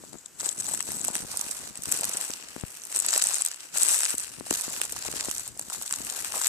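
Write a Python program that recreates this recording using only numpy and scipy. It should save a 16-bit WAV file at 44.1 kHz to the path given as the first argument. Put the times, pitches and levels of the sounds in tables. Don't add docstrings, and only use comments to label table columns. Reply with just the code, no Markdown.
import sys
import numpy as np
from scipy import signal
from scipy.fft import rfft, irfft, next_fast_len
from scipy.io import wavfile
from scipy.ndimage import uniform_filter1d

SR = 44100
rng = np.random.default_rng(int(sys.argv[2]) if len(sys.argv) > 2 else 0)


def magnitude_from_level(level_db):
    exponent = np.asarray(level_db, float) / 20
    return 10 ** exponent


def generate_wav(signal):
    frames = np.transpose(np.atleast_2d(signal))
    scaled = np.clip(frames, -1, 1) * 32767
    pcm = np.round(scaled).astype(np.int16)
    wavfile.write(sys.argv[1], SR, pcm)


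N = 285944
T = np.arange(N) / SR

# pitch_hz, level_db (relative)
HUSH_COLOUR = [(30, -17), (100, -13), (300, 3), (800, -2), (1500, 0.5), (2100, -3), (3000, -4), (4000, -8),
               (7700, 4.5), (10500, -7), (14400, -8), (14900, -33), (15600, -40)]
# time_s, level_db
RUMBLE = [(0.0, -28), (0.05, -40), (0.09, -35.5), (0.16, -34), (0.22, -53), (0.4, -40), (0.75, -34),
          (1.12, -35), (1.6, -42), (2.05, -33), (2.35, -40.5), (2.6, -45), (2.67, -48), (2.95, -44),
          (3.16, -49), (3.3, -40.5), (3.47, -52), (3.6, -45), (3.76, -39), (3.85, -52), (4.0, -88),
          (4.13, -40.5), (4.28, -43), (4.45, -39.5), (5.2, -41), (5.5, -45.5), (5.65, -40), (5.76, -41),
          (5.9, -44), (6.1, -38), (6.25, -39), (6.48, -40)]
# time_s, level_db
DEEP_RUMBLE = [(0.0, -42), (0.25, -51), (0.7, -46), (1.15, -35.5), (1.6, -43), (2.05, -40), (2.4, -47),
               (2.9, -44), (3.2, -50), (3.7, -47), (3.98, -80), (4.15, -37.5), (4.6, -39), (5.2, -32),
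               (5.6, -41), (5.9, -45), (6.2, -38), (6.48, -43)]
# time_s, level_db (before filtering), pitch_hz (it swings at 0.79 of this)
CASE_POPS = [(0.038, -33, 360), (0.1319, -34, 323), (0.1428, -29.5, 333), (0.432, -25, 610),
             (0.4653, -26, 430), (0.67, -40, 300), (0.79, -33, 300), (0.89, -25, 300), (0.9693, -29, 219),
             (1.007, -28, 234), (1.103, -24.5, 260), (1.1616, -25.5, 279), (1.204, -28, 234),
             (1.228, -28, 192), (1.2492, -25.5, 240), (1.3946, -32, 304), (1.4668, -31.5, 305),
             (1.6743, -31.5, 325), (1.7912, -30.5, 203), (1.8729, -28, 214), (1.886, -26, 200),
             (2.149, -27, 337), (2.3006, -23, 324), (2.5642, -21, 300), (2.5805, -32, 230),
             (2.6373, -14.5, 154), (3.7594, -21, 880), (3.91, -35, 300), (4.1428, -22.5, 313),
             (4.386, -31, 210), (4.4098, -21, 328), (4.5114, -10, 364), (4.527, -23, 354),
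             (4.681, -22.5, 314), (4.8138, -24.5, 507), (4.9273, -27.5, 515), (5.0872, -21.5, 440),
             (5.1393, -23, 415), (5.161, -27, 317), (5.2855, -17.5, 344), (6.0052, -27.5, 296),
             (6.12, -36, 300)]
# peak_s, level_db (right port), pitch_hz
CLEAR_KNOCKS = [(0.039, -37.5, 694), (0.131, -37, 700), (0.145, -45, 680), (0.4057, -32, 1600),
                (0.6848, -33, 790), (0.7142, -33, 694), (0.7392, -30, 820), (0.8053, -24, 1510),
                (0.9178, -34, 765), (1.0859, -24.5, 760), (1.143, -37, 865), (1.1546, -33, 760),
                (1.343, -31.5, 960), (1.4226, -35, 925), (2.0221, -33, 725), (2.0326, -30.5, 720),
                (2.194, -35, 845), (3.047, -29, 990), (3.139, -27, 1100), (3.162, -25.5, 570),
                (3.17, -31, 900), (3.1762, -29, 940), (3.312, -30, 1020), (3.4082, -29.5, 1100),
                (3.916, -32, 794), (4.006, -36, 1130), (4.4677, -35.5, 730), (4.802, -35, 895),
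                (4.964, -32, 960), (5.0516, -33, 820), (5.058, -31, 776), (5.248, -35.5, 730),
                (5.397, -35, 1210), (5.471, -42, 900), (5.568, -43, 630), (5.5955, -33, 820),
                (5.611, -43, 500), (5.702, -31.5, 1330), (5.705, -37, 1120), (5.722, -31, 1070),
                (5.748, -34, 1130), (5.774, -37, 1200), (5.815, -33, 1110), (5.9086, -33.5, 1140),
                (5.9362, -26, 1360), (6.125, -32.5, 980), (6.3421, -24, 1010), (6.3494, -37, 900),
                (6.3567, -31, 724), (6.362, -33, 905), (6.3657, -30, 694), (6.372, -31, 900),
                (6.375, -35, 800), (6.384, -34, 1100), (6.4146, -24, 1260)]
# time_s, crackle_db
TREAD = [
    [(0.0, -50.5), (0.12, -50.5), (0.2, -54.5), (0.3, -69), (0.37, -50)],
    [(0.39, -42.5), (0.45, -35), (0.54, -43.5), (0.61, -42), (0.65, -37.5), (0.72, -36), (0.83, -44),
     (0.9, -35), (1.0, -40), (1.06, -35.5), (1.12, -37), (1.15, -38), (1.19, -36.5), (1.25, -43),
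     (1.3, -37), (1.52, -38), (1.63, -39.5), (1.68, -41), (1.72, -47), (1.78, -46)],
    [(1.83, -51), (1.9, -33), (2.05, -34), (2.14, -33.5), (2.24, -34), (2.29, -39.5), (2.33, -41.5),
     (2.45, -47.5), (2.6, -46.5), (2.84, -47.5), (2.89, -41.5)],
    [(2.92, -37.5), (2.96, -31.5), (3.03, -40), (3.075, -31), (3.095, -30), (3.135, -27), (3.19, -31.5),
     (3.22, -34.5), (3.255, -29.5), (3.34, -30.5), (3.47, -42), (3.58, -53), (3.65, -48.5), (3.72, -54.5)],
    [(3.75, -33.5), (3.77, -26), (3.81, -26), (3.93, -24.5), (4.03, -31), (4.12, -31.5), (4.15, -38),
     (4.175, -44), (4.19, -37), (4.27, -39), (4.36, -46), (4.41, -51.5), (4.47, -40.5), (4.5, -40)],
    [(4.512, -42), (4.53, -30.5), (4.575, -35), (4.61, -32.5), (4.635, -34), (4.7, -35.5), (4.74, -34),
     (4.8, -40.5), (4.84, -31), (4.885, -44.5), (4.9, -42.5), (4.97, -39.5), (5.22, -33), (5.28, -35.5),
     (5.4, -39), (5.52, -47.5)],
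    [(5.58, -51.5), (5.67, -43.5), (5.705, -49), (5.735, -36), (5.79, -44), (5.825, -39.5), (5.86, -43),
     (6.0, -40), (6.2, -35), (6.225, -36), (6.24, -41), (6.26, -35), (6.3, -39), (6.37, -31),
     (6.405, -36.5), (6.425, -35.5), (6.48, -33.5)],
]
# left_minus_right_db, treble_tilt_db, top_over_treble_db, rustle_db, low_crunch_db
# (the last two hold at a crackle of -40 dB; leaf_bed() varies the others and the rustle)
STEP_TRAITS = [(1.5, -3, 1, -26, -53), (0, 1, 0.5, -20.5, -50), (1, 1.5, 1.5, -19, -50.5),
               (-1, 0.5, -0.5, -19, -53), (1, 4, -1, -20, -57.5), (2, -1, 2, -20.5, -52),
               (2, 0, 3, -19.5, -50.5)]
# time_s, level_db
RUSTLE_SWELL = [(0.0, 2), (0.8, -2.5), (1.2, 0), (1.6, 0.5), (2.3, 0.5), (2.45, 4.5), (2.8, 2), (3.4, -1),
                (3.6, 6), (3.78, -1), (4.1, 2), (4.4, 2.5), (4.52, 0.5), (5.0, 2), (5.35, -0.5), (5.5, 0),
                (5.69, -2), (5.76, -0.5), (6.48, 3.5)]
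# peak_s, level_db, body_over_level_db, treble_over_middle_db, left_minus_right_db
LOUD_SNAPS = [(0.1315, -29, -15, -6, 21), (0.185, -33, -27, -15, 6), (0.26, -25, -20, -9.5, 9),
              (0.2833, -40, -22, 3, 0), (0.399, -23, -27, 3, -2), (0.4024, -15, -23, -9, 0),
              (0.4089, -17, -18, -12, 5), (0.4445, -15, -20, -6, 3), (0.45, -23, -21, -13, 9),
              (0.456, -20, -16, -8, 4), (0.4599, -11, -19, -1, 5), (0.4641, -24, -20, 2, 0),
              (0.4902, -7.5, -25, -7.5, 9), (0.515, -23, -27, -10, 7), (0.528, -25, -20, 9, 7),
              (0.579, -20, -25, -5, 6), (0.5889, -19, -26, 0, 6), (0.5923, -24, -28, -9, 10),
              (0.6007, -19, -15, 6, 4), (0.605, -15.5, -23, -12, 6), (0.6095, -21, -20, 10, -4),
              (0.6228, -23, -10.5, 5, 7), (0.6325, -28, -23, 4, -6), (0.653, -42, -16, -13, 0),
              (0.6593, -21.5, -29, -14, 7), (0.667, -18, -23, -10, 4), (0.684, -27, -21, 10, 7),
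              (0.6902, -16, -19, 5, 4), (0.6964, -19, -19, 6, 4), (0.719, -20, -15, 6, 4),
              (0.7363, -16, -24, 8, 5), (0.7396, -14.5, -16.5, 0, 12), (0.7483, -15, -14.5, 3, 3),
              (0.7753, -14.5, -21, 1, 1), (0.7927, -17, -19, -2, -1), (0.806, -14.5, -15.5, -9, 10),
              (0.8143, -21, -25, 5, 5), (0.827, -20, -26, 1, 0), (0.855, -26, -31, 10, 7),
              (0.877, -19, -15, 0, 4), (0.8854, -22, -14.5, -8, 3), (0.9057, -18, -14, 1, 7),
              (0.919, -15.5, -20, 6, 1), (0.9243, -26, -25, 5, 8), (0.953, -27, -27, 9, 3),
              (0.9682, -23.5, -27, 11, 3.5), (0.9803, -25, -20, 8, 2), (0.9867, -25, -30, 11, 8),
              (0.9958, -24, -25, 5, 0), (1.0094, -27, -29, -19, 8), (1.0137, -25, -35, -23, 12),
              (1.0335, -25, -33, 8, 4), (1.044, -17, -17, 2, 9), (1.0489, -10.5, -18, 6, -4),
              (1.072, -21, -20, 8, 4), (1.0782, -28, -23, 0, 3), (1.082, -13, -19, 6, 2),
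              (1.1416, -26, -28, 5, 8), (1.148, -16, -29, -1, 8), (1.1538, -15.5, -7.5, 5, -9),
              (1.1653, -10, -23, -1, 6), (1.1805, -21, -12, 6, -1), (1.2074, -26, -24, 6, -4),
              (1.212, -26, -12, 1, -3), (1.22, -25, -17, 2, -4), (1.2293, -26, -28, 7, -6),
              (1.2385, -30, -26, 5, -5), (1.2764, -36, -27, 5, -6), (1.294, -28, -18, -1, 0),
              (1.298, -29, -28, -4, 1), (1.31, -35, -23, 1, -2), (1.343, -28, -15, 3, -3),
              (1.3725, -15, -27, 6, -2), (1.3933, -12, -29, -2, 6), (1.4128, -12, -20, -1, 0),
              (1.485, -19, -15, 1, -3), (1.5116, -17, -25, 12, 6), (1.514, -15, -28, -2, -7),
              (1.676, -23, -17, -9, -4), (1.7557, -22.5, -13, -1, 10), (1.7743, -21.5, -24, 8, 4),
              (1.8216, -19.5, -24, -2, 3), (1.8358, -18, -20, 4, 1), (1.8403, -26, -23, -9, -5),
              (1.8564, -12, -18, 0, 1), (1.8804, -29, -31, 7, -9), (1.906, -31, -28, 4, -7),
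              (1.917, -15.5, -26, 7, 3), (1.9207, -12, -18, 3, 3), (1.9235, -13, -15, -2, 5),
              (1.9417, -15, -15, 4, 3), (1.9626, -18, -26, 6, -1), (1.966, -14, -18, 1.5, 12),
              (1.974, -16, -15, -3, 2), (1.9881, -19.5, -23, 10, 7), (2.0103, -18, -30, 14, 5),
              (2.019, -24, -23, 6, 1), (2.034, -13, -14, -11, 5), (2.043, -8.5, -17, 1, 5),
              (2.0523, -13, -23, 4, 3), (2.0727, -19, -23, -9, 14), (2.094, -22, -25, 6, -6),
              (2.114, -25, -20, 5, 1), (2.135, -15.5, -32, -13, 1), (2.138, -18.5, -24, 9, 7),
              (2.171, -17, -20, 6, 0), (2.175, -15, -19, 2, 9), (2.212, -16, -12, -1, 6),
              (2.2212, -18, -23, -6, 0), (2.25, -23, -26, 4, 0), (2.28, -20, -20, 5, 4),
              (2.3048, -16, -14, -6, 7), (2.315, -22, -10, -6, 2), (2.3366, -18.5, -10, -7, 1),
              (2.486, -25, -17, -7, 0), (2.6113, -28, -26, 4, 5), (2.7514, -30, -21, -3, -8),
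              (2.7713, -28, -27, -1, -5), (2.7985, -28, -18, -5, -5), (2.819, -28, -23, -16, -8),
              (2.837, -26, -17, 0, -10), (2.8423, -28.5, -23, 2, -10), (2.87, -25, -28, -4, -9),
              (2.9188, -23, -26, 5, 1), (2.9255, -18.5, -16, 5, 9), (2.9477, -16, -33, 8, 12),
              (2.9513, -23, -17, -11, 4), (2.956, -19, -30, 8, 3), (2.9618, -9, -38, 10, 3),
              (2.971, -17, -19, 13, 9), (2.9795, -20, -26, 3, 3), (2.99, -13, -31, 16.5, 5),
              (3.0007, -8.5, -22, 5, 12), (3.0092, -22, -31, 6, -1), (3.0228, -13, -23, 1, 5),
              (3.0288, -22, -17, 6, 6), (3.0468, -13, -17, 1, -3), (3.05, -16, -15, -8, 3),
              (3.064, -11, -29, 6.5, 5), (3.0856, -15.5, -8.5, -13, -11), (3.0892, -6.5, -18, -7, 4),
              (3.1065, -12, -35, -11, -4), (3.1224, -16, -25, -4, 10), (3.13, -10, -16, -4, 10),
              (3.1376, -1.5, -20, -2.5, 4), (3.1492, -14, -19, -6, -3), (3.154, -16, -15, 0, 6),
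              (3.1612, -8, -12, -8, -5), (3.1782, -3.5, -32, 3, 3), (3.195, -13.5, -13, -1, -2),
              (3.199, -13, -16, 1, -5), (3.2174, -13, -8, -6, -11), (3.2223, 1, -24, -1.5, 6),
              (3.2395, -7.5, -25, 11, 0), (3.2513, -15, -16, 0, 3), (3.2601, -18, -24, 9, -2),
              (3.2652, -27, -20, 0, 1), (3.2702, -9, -21, 7, 2), (3.2821, -17, -15, 6, 2),
              (3.2874, -9, -27, -1, 10), (3.3074, -15, -14, 4, 3), (3.3242, -14, -23, 1, -5),
              (3.3433, -7, -19, -3, 11), (3.3557, -17, -23, 11, -4), (3.3627, -15, -27, 3, 3),
              (3.365, -22, -14, 1, 1), (3.3706, -21, -26, 2, -1), (3.384, -14, -35, 7, 0),
              (3.412, -13.5, -19, 6, 1), (3.4205, -10, -18, 5.5, 8), (3.45, -9.5, -23, 4, 3),
              (3.462, -5.5, -24.5, 2, 7), (3.475, -14, -22, 0, 1), (3.4854, -14, -27, -6, -1),
              (3.515, -13.5, -19, -6, -3), (3.521, -27, -21, 1, 8), (3.537, -30, -22, -17, 8),
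              (3.544, -23, -10, 1, 10), (3.561, -28.5, -19, 10, -1), (3.5974, -35, -22.5, -1, 5),
              (3.6054, -21.5, -20, -9, -4), (3.6308, -27, -16, -2, 0), (3.774, -13, -23, 11, 3),
              (3.7993, -16.5, -27, -4, -1), (3.8106, -14, -25, 9, 8), (3.817, -13, -28, 4, 13),
              (3.8222, -11, -18, 5, 5), (3.833, -6, -32, 14.5, -1), (3.837, -22, -24, 8, 6),
              (3.8487, -18, -26, 5, 8), (3.8586, -19, -13, 6, 5), (3.8665, -11.5, -20, -13, 5),
              (3.8858, -7, -18, 1, 6), (3.8918, -8, -18, 0, -4), (3.8968, -11, -14, 1, 12),
              (3.905, -10, -18, 0, 2), (3.918, -11, -29, 5, -3), (3.923, -21, -22, 3, 12),
              (3.9367, -10.5, -34, 14, 5), (3.9406, -17, -22, 4, 5), (3.9502, -13, -28, 10, 12),
              (3.96, -15, -27, 8, 0), (3.963, -24, -21, 5, 6), (3.972, -20, -30, 6, 11),
              (3.9795, -20, -29, 0, 3), (3.99, -14, -28, 14, 4), (4.0063, -12.5, -11, -6, 7),
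              (4.0333, -7, -11.5, 3, 6), (4.0408, -13.5, -14.5, 8, 9), (4.047, -9, -21, 6, 4),
              (4.053, -7.5, -20, -12, -2), (4.0615, -15, -7, 3, 3), (4.0734, -17, -17, 0, 7),
              (4.0836, -21, -15, 2, 3), (4.0964, -16, -18, -3, 4), (4.1056, -9.5, -16, 6, 8),
              (4.144, -27, -30, 0, 0), (4.152, -17, -29, 6, 0), (4.182, -11, -26, 6.5, -2),
              (4.198, -16, -29, 2, -6), (4.203, -22.5, -14.5, 14, 6), (4.2344, -25, -26, 7, -9),
              (4.2386, -22, -20, -4, 18), (4.2926, -25.5, -28, 1, -4), (4.3992, -25, -19, 2, -11),
              (4.4645, -24, -21, -3, -1), (4.5076, -9, -13, -6, -4), (4.5094, -18, -7, -4, 18),
              (4.5265, -11.5, -20, -7, -1), (4.5393, -7.5, -34, -6, 1), (4.551, -21, -4, -5, -3),
              (4.5932, -19, -27, -6, -3), (4.611, -15, -32, 4, -2), (4.6176, -22, -30, 1, 2),
              (4.6216, -20, -18, -3, -1), (4.65, -23, -13, -5, -3), (4.725, -23, -26, 3, 0),
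              (4.731, -18.5, -38, -1, 15), (4.734, -24, -11, 4, 3), (4.7642, -21.5, -8, 1, -6),
              (4.7806, -22, -20, 3, 0), (4.8017, -27, -19, 3, -4), (4.8159, -10.5, -7, 5.5, -2),
              (4.8365, -26, -22, 3, 0), (4.8406, -22.5, -11, 4, 0), (4.853, -22.5, -17, 5, -1),
              (4.8953, -22.5, -12.5, 5, -2), (4.9, -27, -16, 4, -2), (4.909, -32, -13, 0, 0),
              (4.914, -24, -27, 1, -3), (4.923, -17, -27, 0, 9), (4.927, -21.5, -19, -3, -2),
              (4.964, -19.5, -16, -7, -9), (4.9684, -22, -11, -7, -2), (4.9893, -25, -15, 3, 5),
              (5.0245, -19.5, -15, -10, 11), (5.051, -23.5, -8.5, 6, -6), (5.066, -17, -20, -5, 13),
              (5.081, -16, -13, -5, 5), (5.1153, -21, -17, -8, -3), (5.1194, -32, -23, -5, 2),
              (5.127, -25, -7, 3, -2), (5.1568, -26, -5, -6, -9), (5.166, -20, -31, 2, 15),
              (5.174, -24, -7, 0, -7), (5.1987, -18, -8, -1, -1), (5.2085, -9, -14, -6, 2),
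              (5.2482, -19, -22, 7, 3), (5.257, -24, -19, 7, -1), (5.287, -27, -14, 3, -2),
              (5.2934, -20, -11, 3, -3), (5.299, -22, -14, 2, 2), (5.3015, -26, -20, 1, 0),
              (5.3128, -14.5, -13.5, 2, -8), (5.351, -21, -22, -5, -6), (5.3645, -24, -16, -11, 0),
              (5.373, -21, -20, 3, 3), (5.382, -15, -24, 0, 0), (5.396, -19, -16, 5, 10),
              (5.4033, -24, -26, 5, 2), (5.409, -26, -18, -5, 3), (5.4623, -30, -19, -10, -1),
              (5.478, -18, -25, 5.5, 5), (5.4895, -31, -25, 6, 0), (5.575, -30, -26, 7, 2),
              (5.595, -13.5, -21, -2, 6), (5.6133, -28, -29, 7, 3), (5.6247, -24, -16, -4, 1),
              (5.6485, -36, -24, 0, 6), (5.6852, -33, -27, 0, 2), (5.7, -18.5, -14, 1, 8),
              (5.705, -27, -22, 8, 0), (5.7245, -28, -22, 4, 0), (5.7326, -28, -30, 6, -1),
              (5.7388, -24, -24, 5, 1), (5.7472, -17, -20, 2, 7), (5.7856, -24, -24, -5, 7),
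              (5.814, -22, -14, -1, 1), (5.8234, -18, -21, -1, 4), (5.8307, -24, -26, -9, -2),
              (5.8613, -21, -30, -10, -1), (5.864, -21, -20, 0, 13), (5.8726, -28, -22, 9, 0),
              (5.878, -17.5, -15, -4.5, 13), (5.91, -13.5, -14, -7, -3), (5.9253, -16, -12, 7.5, 2),
              (5.936, -23, -15, -5, 2), (5.9387, -13, -13.5, -8, 13), (5.9606, -13, -34, -7, 8),
              (6.017, -20.5, -32, -13, 7), (6.0215, -25, -25, -3, 9), (6.056, -27, -26, -1, -1),
              (6.067, -24, -27, 1, 5), (6.069, -24, -8, 3, -6), (6.076, -20, -21, -2, 2),
              (6.0997, -13.5, -19, -9, 11), (6.1244, -15, -25, -3.5, 2), (6.2472, -15, -11, -6, 12),
              (6.2639, -25, -11, -4, 6), (6.267, -24, -17, 2, 9), (6.278, -29, -23, 2, 10),
              (6.3218, -14.5, -12.5, 1.5, 8), (6.356, -19, -22, 7, -2), (6.3713, -25, -23, 8, 3),
              (6.416, -6.5, -23, -2.5, 8), (6.437, -13, -15, -10, 7), (6.4452, -8, -17, -5, 10),
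              (6.4573, -13.5, -16, -5, -11), (6.4619, -16, -8, -8, -6), (6.47, -9.5, -20, -7, 15),
              (6.4778, -18, -19, 5, 2)]
# pitch_hz, level_db
LEFT_PORT = [(150, -34), (400, 5), (1000, -5.5), (1700, -7.5), (2200, -10), (2700, -1), (3500, -2),
             (5000, -3.5), (6200, -7), (7200, 6.5), (7850, 8), (8800, -6.5), (10500, -0.5), (12000, -13),
             (14400, -17), (14900, -40), (15600, -60)]
RIGHT_PORT = [(150, -18), (400, -12), (700, 0), (1700, -15.5), (2500, -9), (3150, -33.5), (3700, -5.5),
              (5000, -2.5), (6000, 2), (7000, -4.5), (7800, -8), (8700, -1), (9700, -3), (11500, -10),
              (14400, -19.5), (14900, -35), (15600, -50)]
# time_s, left_db, right_db
PORT_RING = [(0.0, 2.5, 0), (0.4, 5.5, 10), (0.85, 5, 5), (1.15, 4.5, 6), (1.3, -11, 7), (1.65, -1.5, 12),
             (1.85, -1.5, 3.5), (2.3, -1.5, 4), (2.65, -3.5, 11), (2.85, -2, -1), (3.1, 4, 8),
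             (3.6, 0.5, 0), (4.1, 1.5, 5), (4.35, -4, -1), (4.6, -6, 12.5), (4.9, -6, 9), (5.35, -2.5, 8.5),
             (5.9, -1, 10.5), (6.1, -7, 4), (6.48, -0.5, 7)]

LEFT_LAG_S = 0.00014
BURST = 160
RUSTLE_HZ, BODY_HZ, MIDDLE_HZ, BRIGHT_HZ, AIR_HZ = 1400, 3400, 6000, 8000, 10300


def level(x, db):
    return x * magnitude_from_level(db) / np.sqrt(np.mean(x ** 2))


def band(x, lo_hz, hi_hz):
    return signal.sosfilt(signal.butter(2, [lo_hz, hi_hz], "band", fs=SR, output="sos"), x)


def colour(x, points):
    hz, db = np.transpose(points)
    size = next_fast_len(N)
    grid = np.maximum(np.arange(size // 2 + 1) * SR / size, 1)
    gain = magnitude_from_level(np.interp(np.log(grid), np.log(hz), db))
    return irfft(rfft(x, size) * gain, size)[:N]


def walk(rate):
    k = int(SR / rate)
    held = np.repeat(rng.standard_normal(N // k + 1), k)
    return uniform_filter1d(uniform_filter1d(held, k), k)[:N]


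def place(s, shapes):
    at = np.round(s * SR).astype(int)[:, None] + np.arange(shapes.shape[1])
    return np.bincount(np.clip(at, 0, N).ravel(), shapes.ravel(), N + 1)[:N]


def tread(when):
    starts = [rows[0][0] for rows in TREAD]
    step = np.searchsorted(starts, when, "right") - 1
    return np.interp(when, *np.concatenate(TREAD).T), *np.array(STEP_TRAITS)[step].T


def follow(db, base_db, slope):
    return base_db + slope * (db + 40)


def hush():
    common = 1.2 * rng.standard_normal(N)
    ports = [colour(common + rng.standard_normal(N), HUSH_COLOUR) for _ in range(2)]
    return level(np.array(ports), -55)


def case_pops(rumble_db):
    chance = rng.uniform(size=(60, 3))
    when = chance[:, 0] * N / SR
    faint_db = np.interp(when, T, rumble_db) - 1.5 + 8 * chance[:, 1]
    faint = np.transpose([when, faint_db, 190 * np.exp(1.03 * chance[:, 2])])
    s, db, hz = (c[:, None] for c in np.concatenate([CASE_POPS, faint]).T)
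    lead_s = 0.004
    t = np.arange(int(0.03 * SR)) / SR - lead_s
    soft_hz, sharp_hz = 170, 300
    sharp = np.clip((hz - soft_hz) / (sharp_hz - soft_hz), 0, 1)
    bend = -0.75 * sharp * np.exp(np.minimum(t, 0) / 0.00038)
    fade = np.exp(-(2.5 - 1.05 * sharp) * hz * np.maximum(t, 0))
    swing = fade * np.cos(2 * np.pi * 0.79 * hz * t - 0.6)
    direction = np.sign(rng.standard_normal(s.shape))
    shapes = direction * magnitude_from_level(db) * np.where(t < 0, bend, swing)
    pops = place(s[:, 0] - lead_s - 0.0006, shapes)
    return band(pops, 38, 1900) * magnitude_from_level(np.array([[0], [-26]]))


def skin_rumble(rumble_db):
    deep_db = np.interp(T, *np.transpose(DEEP_RUMBLE))
    sway_db = 1.85 * walk(7.7)
    ports = []
    for port_db in (3, -5):
        flicker_db = 6.5 * walk(30)
        rub = rng.standard_normal(N) * magnitude_from_level(flicker_db + sway_db + port_db)
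        ports.append(band(rub, 110, 326) * magnitude_from_level(rumble_db) + band(rub, 50, 157) * magnitude_from_level(deep_db))
    return np.array(ports)


def grip():
    rumble_db = np.interp(T, *np.transpose(RUMBLE))
    return case_pops(rumble_db) + skin_rumble(rumble_db)


def knock(s, db, hz, length_s, pan_db, direction):
    t = np.arange(-200, 200) / SR
    fade = np.exp(-(t / length_s[:, None]) ** 2)
    shape = direction[:, None] * fade * np.cos(2 * np.pi * hz[:, None] * t)
    left = place(s + t[0] + LEFT_LAG_S, magnitude_from_level(db + pan_db)[:, None] * shape)
    right = place(s + t[0], magnitude_from_level(db)[:, None] * shape)
    return np.array([left, right])


def twigs():
    count = int(500 * N / SR)
    when, size = rng.uniform(0, N / SR, count), rng.exponential(1, count)
    chance = rng.standard_normal((count, 3))
    crackle_db, *_, crunch_db = tread(when)
    crunch_db = follow(crackle_db, crunch_db, 1)
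    faint_db = crunch_db + np.minimum(1.7 * size, 16) + 2 * chance[:, 0]
    hz = 1050 * np.exp(0.5 * chance[:, 0])
    pan_db = 0.19 + 1.56 * chance[:, 1]
    faint = knock(when, faint_db, hz, 0.73 / hz, pan_db, np.sign(chance[:, 2]))
    s, db, hz = np.transpose(CLEAR_KNOCKS)
    return faint + knock(s, db, hz, 0.7 / hz, 2.5, -np.ones(len(s)))


def blur(x):
    keep = np.exp(-1 / (0.0028 * SR))
    energy = signal.filtfilt([1 - keep], [1, -keep], x ** 2)
    return x + magnitude_from_level(-13) * np.sqrt(np.abs(energy)) * rng.standard_normal(N)


def snap(s, db, body_db, bright_db, air_db, pan_db, tear_s, tear_spread, tear, alike, scatter_s, lead):
    t = (np.arange(BURST) - BURST // 2) / SR
    chance = rng.standard_normal((len(s), 2 * BURST + 2))
    length_s = tear_s * np.exp(tear_spread * chance[:, -1:])
    fade = tear * np.exp(-np.abs(t) / length_s) * np.where(t < 0, lead, 1)
    shared, own = chance[:, :BURST], chance[:, BURST:-2]
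    right_noise = alike * shared + np.sqrt(1 - alike ** 2) * own
    left_s = s + LEFT_LAG_S + scatter_s * chance[:, -2]
    edges = ((RUSTLE_HZ, BODY_HZ), (BODY_HZ, MIDDLE_HZ), (MIDDLE_HZ, BRIGHT_HZ),
             (BRIGHT_HZ, AIR_HZ), (AIR_HZ, 20000))
    hz = np.arange(BURST // 2 + 1) * SR / BURST
    ports = []
    for side, noise, heard_s, port in ((1, shared, left_s, LEFT_PORT), (-1, right_noise, s, RIGHT_PORT)):
        burst = fade * noise + (t == 0) * np.sign(shared)
        power = np.abs(rfft(burst)) ** 2
        ring = magnitude_from_level(2 * np.interp(hz, *np.transpose(port)))
        middle_db = db - bright_db / 2 + side * pan_db / 2
        lean_db = middle_db + 0.35 * (body_db - middle_db)
        treble_db = middle_db + bright_db
        gains_db = (body_db, lean_db, middle_db, treble_db, treble_db + air_db)
        total = 0
        for gain_db, (lo, hi) in zip(gains_db, edges):
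            weight = ring * (hz >= lo) * (hz < hi)
            size = np.sqrt(power @ weight / weight.sum())
            layer = place(heard_s + t[0], (magnitude_from_level(gain_db) / size)[:, None] * burst)
            total = total + band(blur(layer), lo, hi)
        ports.append(total)
    return np.array(ports)


def leaf_bed():
    count = int(1000 * N / SR)
    when, size = rng.uniform(0, N / SR, count), rng.exponential(1, count)
    tilt = rng.standard_normal((count, 4))
    crackle_db, pan_db, bright_db, air_db, rustle_db, _ = tread(when)
    surge_db = np.interp(when, T, 1.5 * walk(40) + 0.56 * walk(160))
    size_db = np.minimum(3.04 * size, 9.5) + surge_db
    swell_db = np.interp(when, *np.transpose(RUSTLE_SWELL))
    body_db = follow(crackle_db, rustle_db, 0.89) + swell_db + size_db + 2.1 * tilt[:, 0]
    bright_db = bright_db + np.interp(when, T, 1.8 * walk(11)) + 1.4 * tilt[:, 1]
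    air_db = air_db + np.interp(when, T, 1.8 * walk(17)) + 2.26 * tilt[:, 3]
    return snap(when, crackle_db + size_db + 21, body_db, bright_db, air_db, pan_db + 6.4 * tilt[:, 2],
                tear_s=0.002, tear_spread=0.95, tear=0.22, alike=0.66, scatter_s=0.000035, lead=0.96)


def loud_snaps():
    s, db, body_db, treble_db, pan_db = np.transpose(LOUD_SNAPS)
    db = db + 17
    body_db = db + body_db + 15.5
    treble_db = treble_db + 4
    air_db = tread(s)[3] - 2.5 + 4 * rng.standard_normal(len(s))
    return snap(s, db, body_db, treble_db, air_db, pan_db - 5.5,
                tear_s=0.00065, tear_spread=0.32, tear=0.34, alike=0.69, scatter_s=0.000012, lead=0.48)


def ringing(x, ring_db):
    sos = signal.butter(1, (7640, 8060), "band", fs=SR, output="sos")
    return x + (magnitude_from_level(ring_db) - 1) * signal.sosfiltfilt(sos, x)


def leaves():
    s, *ring_db = np.transpose(PORT_RING)
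    ports = []
    for x, port, db in zip(leaf_bed() + loud_snaps(), (LEFT_PORT, RIGHT_PORT), ring_db):
        ports.append(ringing(colour(x, port), np.interp(T, s, db)))
    return np.array(ports)


def scene():
    return hush() + grip() + twigs() + leaves()


def roll_off(x):
    return signal.sosfilt(signal.butter(12, 15790, fs=SR, output="sos"), x)


def record(dry):
    ceiling = 0.8
    rounded = ceiling * np.tanh(dry / ceiling)
    top_cut = signal.ellip(8, 0.2, 70, 15600, fs=SR, output="sos")
    finished = signal.sosfilt(top_cut, rounded)
    return roll_off(finished)


dry = scene()
out = record(dry)
generate_wav(out)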